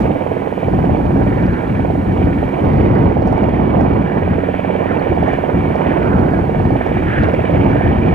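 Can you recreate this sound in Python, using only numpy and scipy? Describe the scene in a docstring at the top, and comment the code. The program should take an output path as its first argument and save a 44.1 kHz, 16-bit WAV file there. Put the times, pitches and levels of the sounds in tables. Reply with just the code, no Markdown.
"""Helicopter approaching on a gusty day.

A four-bladed main rotor slaps 19 times a second as its blades cut their own tip vortices, and
swishes as they shed turbulence. The tail rotor drones, a turbine whines faintly and far birds chirp.
Gusts rumble on a camcorder's stereo microphone; the hardest slaps tick and drive its limiter."""
import sys
import numpy as np
from scipy import signal
from scipy.fft import rfft, irfft, next_fast_len
from scipy.io import wavfile
from scipy.ndimage import uniform_filter1d, minimum_filter1d, map_coordinates

SR = 44100
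rng = np.random.default_rng(int(sys.argv[2]) if len(sys.argv) > 2 else 0)


def transcribe(u):
    """Save the signal u as a 16-bit wav file named by the first command-line argument.

    u: samples, shape (n,) or (channels, n), limited to [-1, 1]; the rate is SR.
    q: integer samples, one column per channel.
    """
    v = np.clip(np.atleast_2d(u).T, -1, 1)
    q = np.round(v * 32767).astype(np.int16)
    wavfile.write(sys.argv[1], SR, q)


N = 358974
BLADE_HZ, FIRST_BLADE_S = 18.943, .054
# The hardest slaps, and one off-beat knock at 3.81 s.
# Each row: time in seconds, relative levels of the hit and of its overload tick in dB.
HARD_HITS = [(3.1168, -.5, -39), (3.2225, 1.3, -33), (3.2751, 2, -28), (3.3277, 1.5, -27), (3.38, -1, -37),
             (3.434, 1.5, -32), (3.4865, 1, -29), (3.8113, -2, -32), (5.176, 1.5, -40), (5.2292, 1, -31),
             (5.2818, .5, -31), (5.3345, .8, -31), (5.7568, 1.5, -29), (5.8095, .5, -40), (6.8655, 0, -27),
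             (7.2352, 1, -28), (7.2875, 1.5, -32), (7.3403, 0, -35), (7.862, -2.5, -36)]


def undb(db):
    """Amplitude grows tenfold for every 20 dB."""
    return 10 ** (np.asarray(db) / 20)


def bell(offset, width):
    """A Gaussian pulse of height 1, whose width is its standard deviation."""
    return np.exp(-.5 * (offset / width) ** 2)


def curves(table):
    """Linear interpolation gives each column of a time table at every sample."""
    seconds, *columns = np.transpose(table)
    return [np.interp(np.arange(N) / SR, seconds, c) for c in columns]


def spectra(table):
    """Interpolation in log frequency gives each column of a frequency table at every bin."""
    hz, *columns = np.transpose(table)
    bins = np.fft.rfftfreq(next_fast_len(N), 1 / SR)
    return [np.interp(np.log(bins + 1), np.log(hz), c) for c in columns]


def shape(x, gain):
    """A linear filter multiplies each frequency bin by a gain."""
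    size = next_fast_len(N)
    return irfft(rfft(x, size) * gain, size)[:N]


def noise(table):
    """Filtered white noise, rms 1, takes on the table's spectrum up to its last frequency."""
    inside = np.fft.rfftfreq(next_fast_len(N), 1 / SR) < table[-1][0]
    x = shape(rng.standard_normal(N), undb(spectra(table)[0]) * inside)
    return x / x.std()


def wander(rate_hz):
    """Random steps, smoothed twice, make a slow fluctuation of standard deviation 1."""
    hold = int(SR / rate_hz)
    steps = np.repeat(rng.standard_normal(N // hold + 2), hold)
    x = uniform_filter1d(uniform_filter1d(steps, hold), hold)[:N]
    return x / x.std()


def spells(table, rest_db, attack_s, release_s):
    """An envelope rises exponentially before each spell, holds, and decays to its resting level."""
    t, gain = np.arange(N) / SR, np.zeros(N)
    for start, length, db in table:
        away = np.maximum(start - t, 0) / attack_s + np.maximum(t - start - length, 0) / release_s
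        gain = np.maximum(gain, undb(db) * np.exp(-away))
    return np.hypot(gain, undb(rest_db))


def wind(gain_db=-3.1, buffet_db=1.0):
    """Pressure fluctuations of eddies buffet the microphone; the strongest gusts crackle faintly."""
    # Gusts. Each row: start in seconds, length in seconds, relative level in dB.
    gusts = [(0, 0.079, -12.5), (.685, 0.32, -12), (1.02, 0.52, -11.5), (1.67, .33, -13), (2.08, .28, -12),
             (2.42, 0.16, -16.5), (2.635, 0.42, -9), (3.08, 0.25, -11.5), (3.42, .58, -11.5),
             (4.15, 0.2, -14.5), (5.11, .14, -12.5), (5.34, .06, -18), (5.54, 0.14, -14.5),
             (5.88, 0.023, -14), (6.02, 0.38, -12), (6.48, .05, -15.5), (6.58, 0.14, -10),
             (6.9, 0.19, -13.5), (7.2, 0.04, -9.5), (7.36, 0.055, -13.5), (7.525, 0.23, -10),
             (7.84, 0.48, -11)]
    # Wind spectra. Each row: frequency in Hz, relative density in dB.
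    rumble_spectrum = [(15, -47), (30, -22), (58, -4.3), (90, -2.3), (145, -1.5), (210, -1.5), (320, -2.3),
                       (550, -17), (850, -23.5), (1400, -39.5), (4000, -66)]
    crackle_spectrum = [(2500, -12), (3800, 0), (4800, -3), (7000, -18)]
    strength = spells(gusts, rest_db=-28.5, attack_s=.036, release_s=.075)
    crackle = noise(crackle_spectrum) * strength ** 2 * undb(-46 + 7 * np.minimum(wander(900), 2.5))
    rumble = noise(rumble_spectrum) * strength * undb(gain_db + buffet_db * wander(30))
    return rumble + crackle


def propagation():
    """Rush and sizzle levels in dB climb with the approach; moving air carries them better or worse."""
    # Swells and dips. Each row: centre and width in seconds, rush gain and sizzle gain in dB.
    swells = [(1.16, 0.088, -0.5, -3), (1.53, 0.14, 1.5, -1.5), (1.98, 0.086, -1.5, -3.5),
              (2.95, .09, 1, 0), (3.2, .07, -1.5, -4.5), (4.0, 0.39, 0, -0.5), (4.66, .17, .5, 3),
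              (4.94, .08, 4.5, 1.5), (5.3, 0.045, 4, 2.5), (5.63, 0.044, -0.5, 2.5), (5.9, 0.046, 5, 6),
              (6.36, 0.12, -1.5, -4), (6.55, 0.077, -1, -1.5), (6.839, 0.053, 2.5, 1),
              (7.15, 0.075, 5.5, 6), (7.5, 0.13, 1.5, 4.5), (7.8, 0.093, 2, 1.5), (8.08, 0.14, -0.5, 3)]
    t = np.arange(N) / SR
    rush_db, sizzle_db = -32.5 + .5645 * t, -36.5 + .31 * t
    for when, width, rush_gain_db, sizzle_gain_db in swells:
        swell = bell(t - when, width)
        rush_db += rush_gain_db * swell
        sizzle_db += sizzle_gain_db * swell
    return rush_db, sizzle_db


def swish(after_s, width_s, depth_db):
    """Amplitude modulation: the gain swells as each advancing tip sweeps towards the listener."""
    passes = (np.arange(N) / SR - FIRST_BLADE_S - after_s) * BLADE_HZ
    away_s = ((passes + .5) % 1 - .5) / BLADE_HZ
    gain = undb(depth_db * bell(away_s, width_s))
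    return gain / np.sqrt(np.mean(gain ** 2))


def ground_reflection(x, mean_delay_s=.0018, echo_db=-16):
    """Direct and reflected sound interfere as a comb filter, whose delay shifts in the moving air."""
    delay_s = mean_delay_s * (1 + .14 * wander(4))
    echo = map_coordinates(x, [np.arange(N) - delay_s * SR], order=1, mode="mirror")
    return (x + undb(echo_db) * echo) / np.hypot(1, undb(echo_db))


def rotor_wash():
    """Blade turbulence radiates broadband noise; each pass sweeps from roar through rush to sizzle."""
    # Low, middle and high bands. Each row: frequency in Hz, relative density in dB.
    roar_spectrum = [(30, -40), (70, -24.5), (140, -3), (230, -.5), (330, 1.5), (480, -1), (620, -.5),
                     (800, -3.3), (1000, -7.5), (1250, -16), (2000, -44)]
    rush_spectrum = [(800, -3.5), (1230, -2.5), (1450, 2), (1800, 1), (2060, -5), (2600, -33), (4000, -39)]
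    sizzle_spectrum = [(1700, -15), (2070, -10.5), (2200, -1.5), (2290, -.7), (2430, -6), (2600, -11.5),
                       (2950, -12), (3550, -24), (4400, -39.5), (5500, -56.5)]
    # Course of the roar. Each row: time in seconds, relative level in dB.
    roar_levels = [(0, -12.5), (.5, -19), (.9, -12.5), (1.55, -16), (2.55, -16), (2.96, -10.5), (3.2, -14),
                   (3.78, -11), (4.44, -16.5), (4.95, -12.5), (5.45, -14), (5.9, -11.5), (6.3, -11),
                   (6.52, -14.5), (7.3, -15.5), (7.6, -11), (8.14, -12.5)]
    roar_db, = curves(roar_levels)
    rush_db, sizzle_db = propagation()
    roar = noise(roar_spectrum) * swish(after_s=.004, width_s=.005, depth_db=2.5)
    roar *= undb(roar_db - 2.9 + 1.2 * wander(25))  # each band flickers in the moving air
    rush = noise(rush_spectrum) * swish(after_s=.0048, width_s=.004, depth_db=4)
    rush *= undb(rush_db - 1.5 + 1.6 * wander(60))
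    sizzle = noise(sizzle_spectrum) * swish(after_s=.010, width_s=.0027, depth_db=5)
    sizzle *= undb(sizzle_db - 2 + 1.2 * wander(60))
    return roar + ground_reflection(rush + sizzle)


def tail_rotor(blade_hz=91.3, fade_db=1.8, flutter_db=1.5, yaw_db=3):
    """Harmonics of the blade-passing frequency fade separately and flutter in the main rotor's wake."""
    # Each row: harmonic number, starting level in dB, change with the approach in dB per second.
    harmonics = [(1, -36, .2), (2, -31, .2), (3, -29.5, -.3), (4, -33.5, .6), (5, -43, 0)]
    t, buzz = np.arange(N) / SR, np.zeros(N)
    phase = 2 * np.pi * np.cumsum(blade_hz * (1 + .004 * wander(12))) / SR
    for number, db, db_per_s in harmonics:
        gain = undb(db + db_per_s * t + fade_db * wander(12) + flutter_db * wander(70))
        buzz += gain * np.sin(number * phase + rng.uniform(0, 2 * np.pi))
    yaw = bell(t - 4.65, .35)  # the buzz stands out as the helicopter yaws
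    return np.sqrt(2) * buzz * undb(yaw_db * yaw)


def turbine(whine_hz=3414, fade_db=3, jet_db=-61.5):
    """A thin wavering tone swells with the sizzle, over the steady jet noise of the exhaust."""
    # Exhaust hiss. Each row: frequency in Hz, relative density in dB.
    jet_spectrum = [(2500, -9), (3600, -1), (4400, -2.5), (5000, -11), (8000, -29.5)]
    phase = 2 * np.pi * np.cumsum(whine_hz * (1 + .0035 * wander(60))) / SR
    _, sizzle_db = propagation()
    whine = np.sin(phase) * undb(sizzle_db - 27.5 + fade_db * wander(9.3))
    return whine + undb(jet_db) * noise(jet_spectrum)


def background_hiss():
    """A faint broadband noise floor, turned down a little during the loudest stretches."""
    # Each row: frequency in Hz, relative density in dB.
    hiss_spectrum = [(1000, 1), (5500, .5), (9000, -.5), (13500, -1.5), (15500, -7)]
    # Each row: time in seconds, level in dB.
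    hiss_levels = [(0, -59.5), (2.6, -59.5), (3.1, -63.8), (3.9, -63), (5, -60.7), (6, -59.8), (7.6, -59.5),
                   (8.1, -61.5)]
    return undb(curves(hiss_levels)[0]) * noise(hiss_spectrum)


def slap_beats():
    """Blade-vortex slaps come in bouts, once per blade: their (s, dB) pairs, joined by the hard hits."""
    # Bouts of slapping. Each row: start in seconds, length in seconds, relative level in dB.
    bouts = [(0.03, .3, -4.8), (.36, .22, -6), (.625, .34, -3), (1.1, .14, -8.5), (1.83, .09, -3.2),
             (2.2, .07, -7.5), (2.41, .04, -5.5), (2.88, .05, -5), (3.11, .28, -1.7), (3.42, .08, -2),
             (3.73, .1, -4.5), (4.15, .12, -3.5), (4.36, .24, -4.5), (4.66, .47, -2.2), (5.16, .18, -.3),
             (5.38, .13, -1.2), (5.74, .14, -2), (6.32, .3, -7.5), (6.69, .24, -3), (7.23, .12, -1.7),
             (7.48, .09, -3.5), (7.75, .14, -2.5)]
    # The vortex meets the blade early or late. 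Each row: time in seconds, delay in milliseconds.
    drift = [(.05, 1.7), (.25, .3), (.45, -2), (.6, -2.8), (1.05, -2.4), (1.85, 1), (2.7, 0), (3.5, 1.3),
             (3.75, -3.3), (3.92, -3.2), (4.12, .8), (4.6, 2.2), (5.4, 1.6), (5.9, 1.8), (6.7, 1.3),
             (7.35, 1.5), (7.95, -4)]
    drift_s, delay_ms = np.transpose(drift)
    level_db = 20 * np.log10(spells(bouts, rest_db=-14.5, attack_s=.045, release_s=.065))
    beats = np.arange(FIRST_BLADE_S, N / SR, 1 / BLADE_HZ)
    steady = [(b + np.interp(b, drift_s, delay_ms) / 1000, level_db[int(b * SR)]) for b in beats]
    hard = [(when, db) for when, db, _ in HARD_HITS]
    # A hard hit takes the place of a steady slap within 5 ms.
    return hard + [(when, db) for when, db in steady if all(abs(when - s) > .005 for s, _ in hard)]


def blade_slaps(gain_db=4, scatter_db=.5, jitter_ms=.2, detune=.06, rise_cycles=.48):
    """Each blade cuts one tip vortex and grazes its neighbours; each pressure pulse rings briefly."""
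    # A square cut is high and ringing, a glancing one low and dull.
    # Each row: time in seconds, pitch in Hz, decay in cycles.
    cracks = [(0, 590, .65), (.45, 560, .45), (.85, 660, .9), (1.3, 560, .5), (1.85, 630, .8),
              (2.4, 620, .6), (2.85, 440, .5), (3.25, 680, .9), (3.8, 640, .7), (4.3, 510, .5),
              (4.7, 560, .55), (4.92, 490, .45), (5.02, 590, .6), (5.2, 650, 1.1), (5.5, 580, .9),
              (5.8, 660, .6), (6.3, 640, .5), (6.8, 680, .7), (7.3, 575, 1.4), (7.55, 570, 1),
              (7.8, 670, .7)]
    # Vortices met. Each row: delay after the main cut in milliseconds, gain in dB, pitch ratio.
    vortices = [(-4.6, -14, .65), (0, 0, 1), (4.2, -16, .85)]
    crack_s, crack_hz, crack_cycles = np.transpose(cracks)
    t, out = np.arange(N) / SR, np.zeros(N)
    half_beat_s = .5 / BLADE_HZ
    for when, db in slap_beats():
        hz = np.interp(when, crack_s, crack_hz)
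        ring_cycles = np.interp(when, crack_s, crack_cycles)
        near = slice(*np.searchsorted(t, [when - half_beat_s, when + half_beat_s]))
        for after_ms, vortex_db, ratio in vortices:
            late, size, pitch = rng.standard_normal(3)
            delay_s = (after_ms + (after_ms != 0) * jitter_ms * late) / 1000
            cycles = (t[near] - when - delay_s) * hz * ratio * np.exp(detune * pitch)
            envelope = np.where(cycles < 0, bell(cycles, rise_cycles), np.exp(-cycles / ring_cycles))
            gain = undb(db + gain_db + vortex_db + scatter_db * size)
            out[near] -= gain * envelope * np.cos(2 * np.pi * cycles)
    # The crack carries no deep bass, and the width of the vortex core rounds it off.
    out = signal.sosfiltfilt(signal.butter(2, 120, "high", fs=SR, output="sos"), out)
    return signal.sosfiltfilt(signal.butter(6, 1100, fs=SR, output="sos"), out)


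def birds(chirp_hz=4350, trill_hz=3980, trill_db=-59.5, scatter_db=2.5, detune=.012):
    """Far birds sing Gaussian tone pulses: short falling chirps and one soft, even trill."""
    # Chirps. Each row: time in seconds, peak level in dB.
    chirps = [(.733, -50), (.974, -49), (1.055, -52), (1.297, -52), (1.374, -51), (1.533, -49),
              (1.905, -50), (2.213, -52), (2.252, -50), (4.997, -42), (6.196, -46), (6.333, -48),
              (6.453, -50)]
    t, out = np.arange(N) / SR, np.zeros(N)
    notes = [(when, db, chirp_hz, 170, .0012) for when, db in chirps]
    for when in np.arange(1.5, 2.62, .037):
        notes.append((when, trill_db + scatter_db * rng.standard_normal(), trill_hz, 0, .005))
    for when, db, hz, fall_hz, width_s in notes:
        near = np.abs(t - when) < 4 * width_s
        offset_s = t[near] - when
        pitch_hz = hz * (1 + detune * rng.standard_normal()) - fall_hz * offset_s / width_s
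        out[near] += undb(db) * bell(offset_s, width_s) * np.sin(2 * np.pi * np.cumsum(pitch_hz) / SR)
    return out


def whooshes(half_band_hz=160):
    """Turbulence heard as narrow-band noise swells, glides and fades."""
    # Each row: time and width in seconds, centre in Hz, glide in octaves per second, level in dB.
    glides = [(.85, .08, 780, -.6, -27), (1.5, .17, 1620, -.8, -34), (2.85, .2, 2030, 0, -38),
              (3.76, .07, 1000, 0, -29), (4.1, .07, 1650, .5, -33), (5.3, .05, 1750, 0, -29),
              (5.85, .08, 980, -.4, -24), (6.1, .12, 1400, -1, -27.5), (6.33, .05, 1520, 1, -29),
              (7.18, .08, 1630, -.6, -26.5), (7.82, .08, 1650, .6, -29)]
    t, out = np.arange(N) / SR, np.zeros(N)
    lowpass = signal.butter(2, half_band_hz, fs=SR, output="sos")
    baseband = signal.sosfilt(lowpass, rng.standard_normal(N) + 1j * rng.standard_normal(N))
    baseband /= baseband.real.std()
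    for when, width_s, hz, glide, db in glides:
        near = np.abs(t - when) < 4 * width_s
        offset_s = t[near] - when
        phase = 2 * np.pi * np.cumsum(hz * 2 ** (glide * offset_s)) / SR
        band = (baseband[near] * np.exp(1j * phase)).real
        out[near] += undb(db) * bell(offset_s, width_s) * band
    return out


def overload_ticks(width_s=.0003):
    """Short broadband noise bursts tick on the hard hits, like a recorder overloading."""
    # Each row: frequency in Hz, relative density in dB.
    tick_spectrum = [(600, -10), (1500, 5), (3000, 1), (5000, -4), (7500, -10.5), (13000, -21)]
    t = np.arange(N) / SR
    bursts = sum(undb(db) * bell(t - when, width_s) for when, _, db in HARD_HITS)
    return noise(tick_spectrum) * bursts


def stereo_ports(right, decorrelation, scatter_s=.03):
    """The left port hears the midrange late and weak; scattering by the camera body lowers coherence."""
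    # Left port against right. Each row: frequency in Hz, gain in dB, lag in radians, base coherence.
    response = [(40, 6.5, .05, .97), (90, 3.8, .1, .96), (190, -1, .25, .88), (340, -7, .45, .65),
                (500, -12.5, 1.2, .2), (720, -14.2, 3.87, .62), (1000, -10.5, 4.04, .85),
                (1400, -5, 4.41, .96), (2200, -1.8, 4.89, .96), (3200, -.3, 5.28, .94), (5500, 0, 6.2, .8)]
    db, lag, coherence = spectra(response)
    coherence = np.clip(coherence, .01, 1) ** decorrelation
    t = np.arange(SR // 8) / SR
    scatter = rng.standard_normal(len(t)) * np.exp(-t / scatter_s)
    scatter_phase = np.angle(rfft(scatter, next_fast_len(N)))
    direct = coherence * np.exp(-1j * lag)
    diffuse = np.sqrt(1 - coherence ** 2) * np.exp(1j * scatter_phase)
    left = shape(right, undb(db) * (direct + diffuse))
    return np.array([left, right])


def scene():
    """Helicopter, birds and wind superpose at the two ports, over a faint background hiss."""
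    hits = blade_slaps() + overload_ticks()
    sound = hits + rotor_wash() + whooshes() + tail_rotor() + turbine() + birds()
    hiss = background_hiss()
    # Eddies differ more between the ports than sound from afar does.
    return stereo_ports(sound, decorrelation=.76) + stereo_ports(wind(), decorrelation=1.2) + hiss


def record(dry, threshold_db=-.6, ratio=12, hold_s=.002, fade_in_s=.004, top_hz=15400):
    """Fast peak limiting holds the slaps near full scale, and a steep low-pass cuts the top."""
    span = int(hold_s * SR)
    peak = np.abs(dry).max(axis=0) + 1e-9
    target_gain = np.minimum(1, undb(threshold_db) / peak) ** (1 - 1 / ratio)
    gain = uniform_filter1d(minimum_filter1d(target_gain, 2 * span), span)
    fade_in = np.minimum(np.arange(N) / SR / fade_in_s, 1)
    limited = np.clip(dry * gain, -1, 1) * fade_in
    return signal.sosfilt(signal.ellip(8, .2, 70, top_hz, fs=SR, output="sos"), limited)


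dry = scene()
out = record(dry)
transcribe(out)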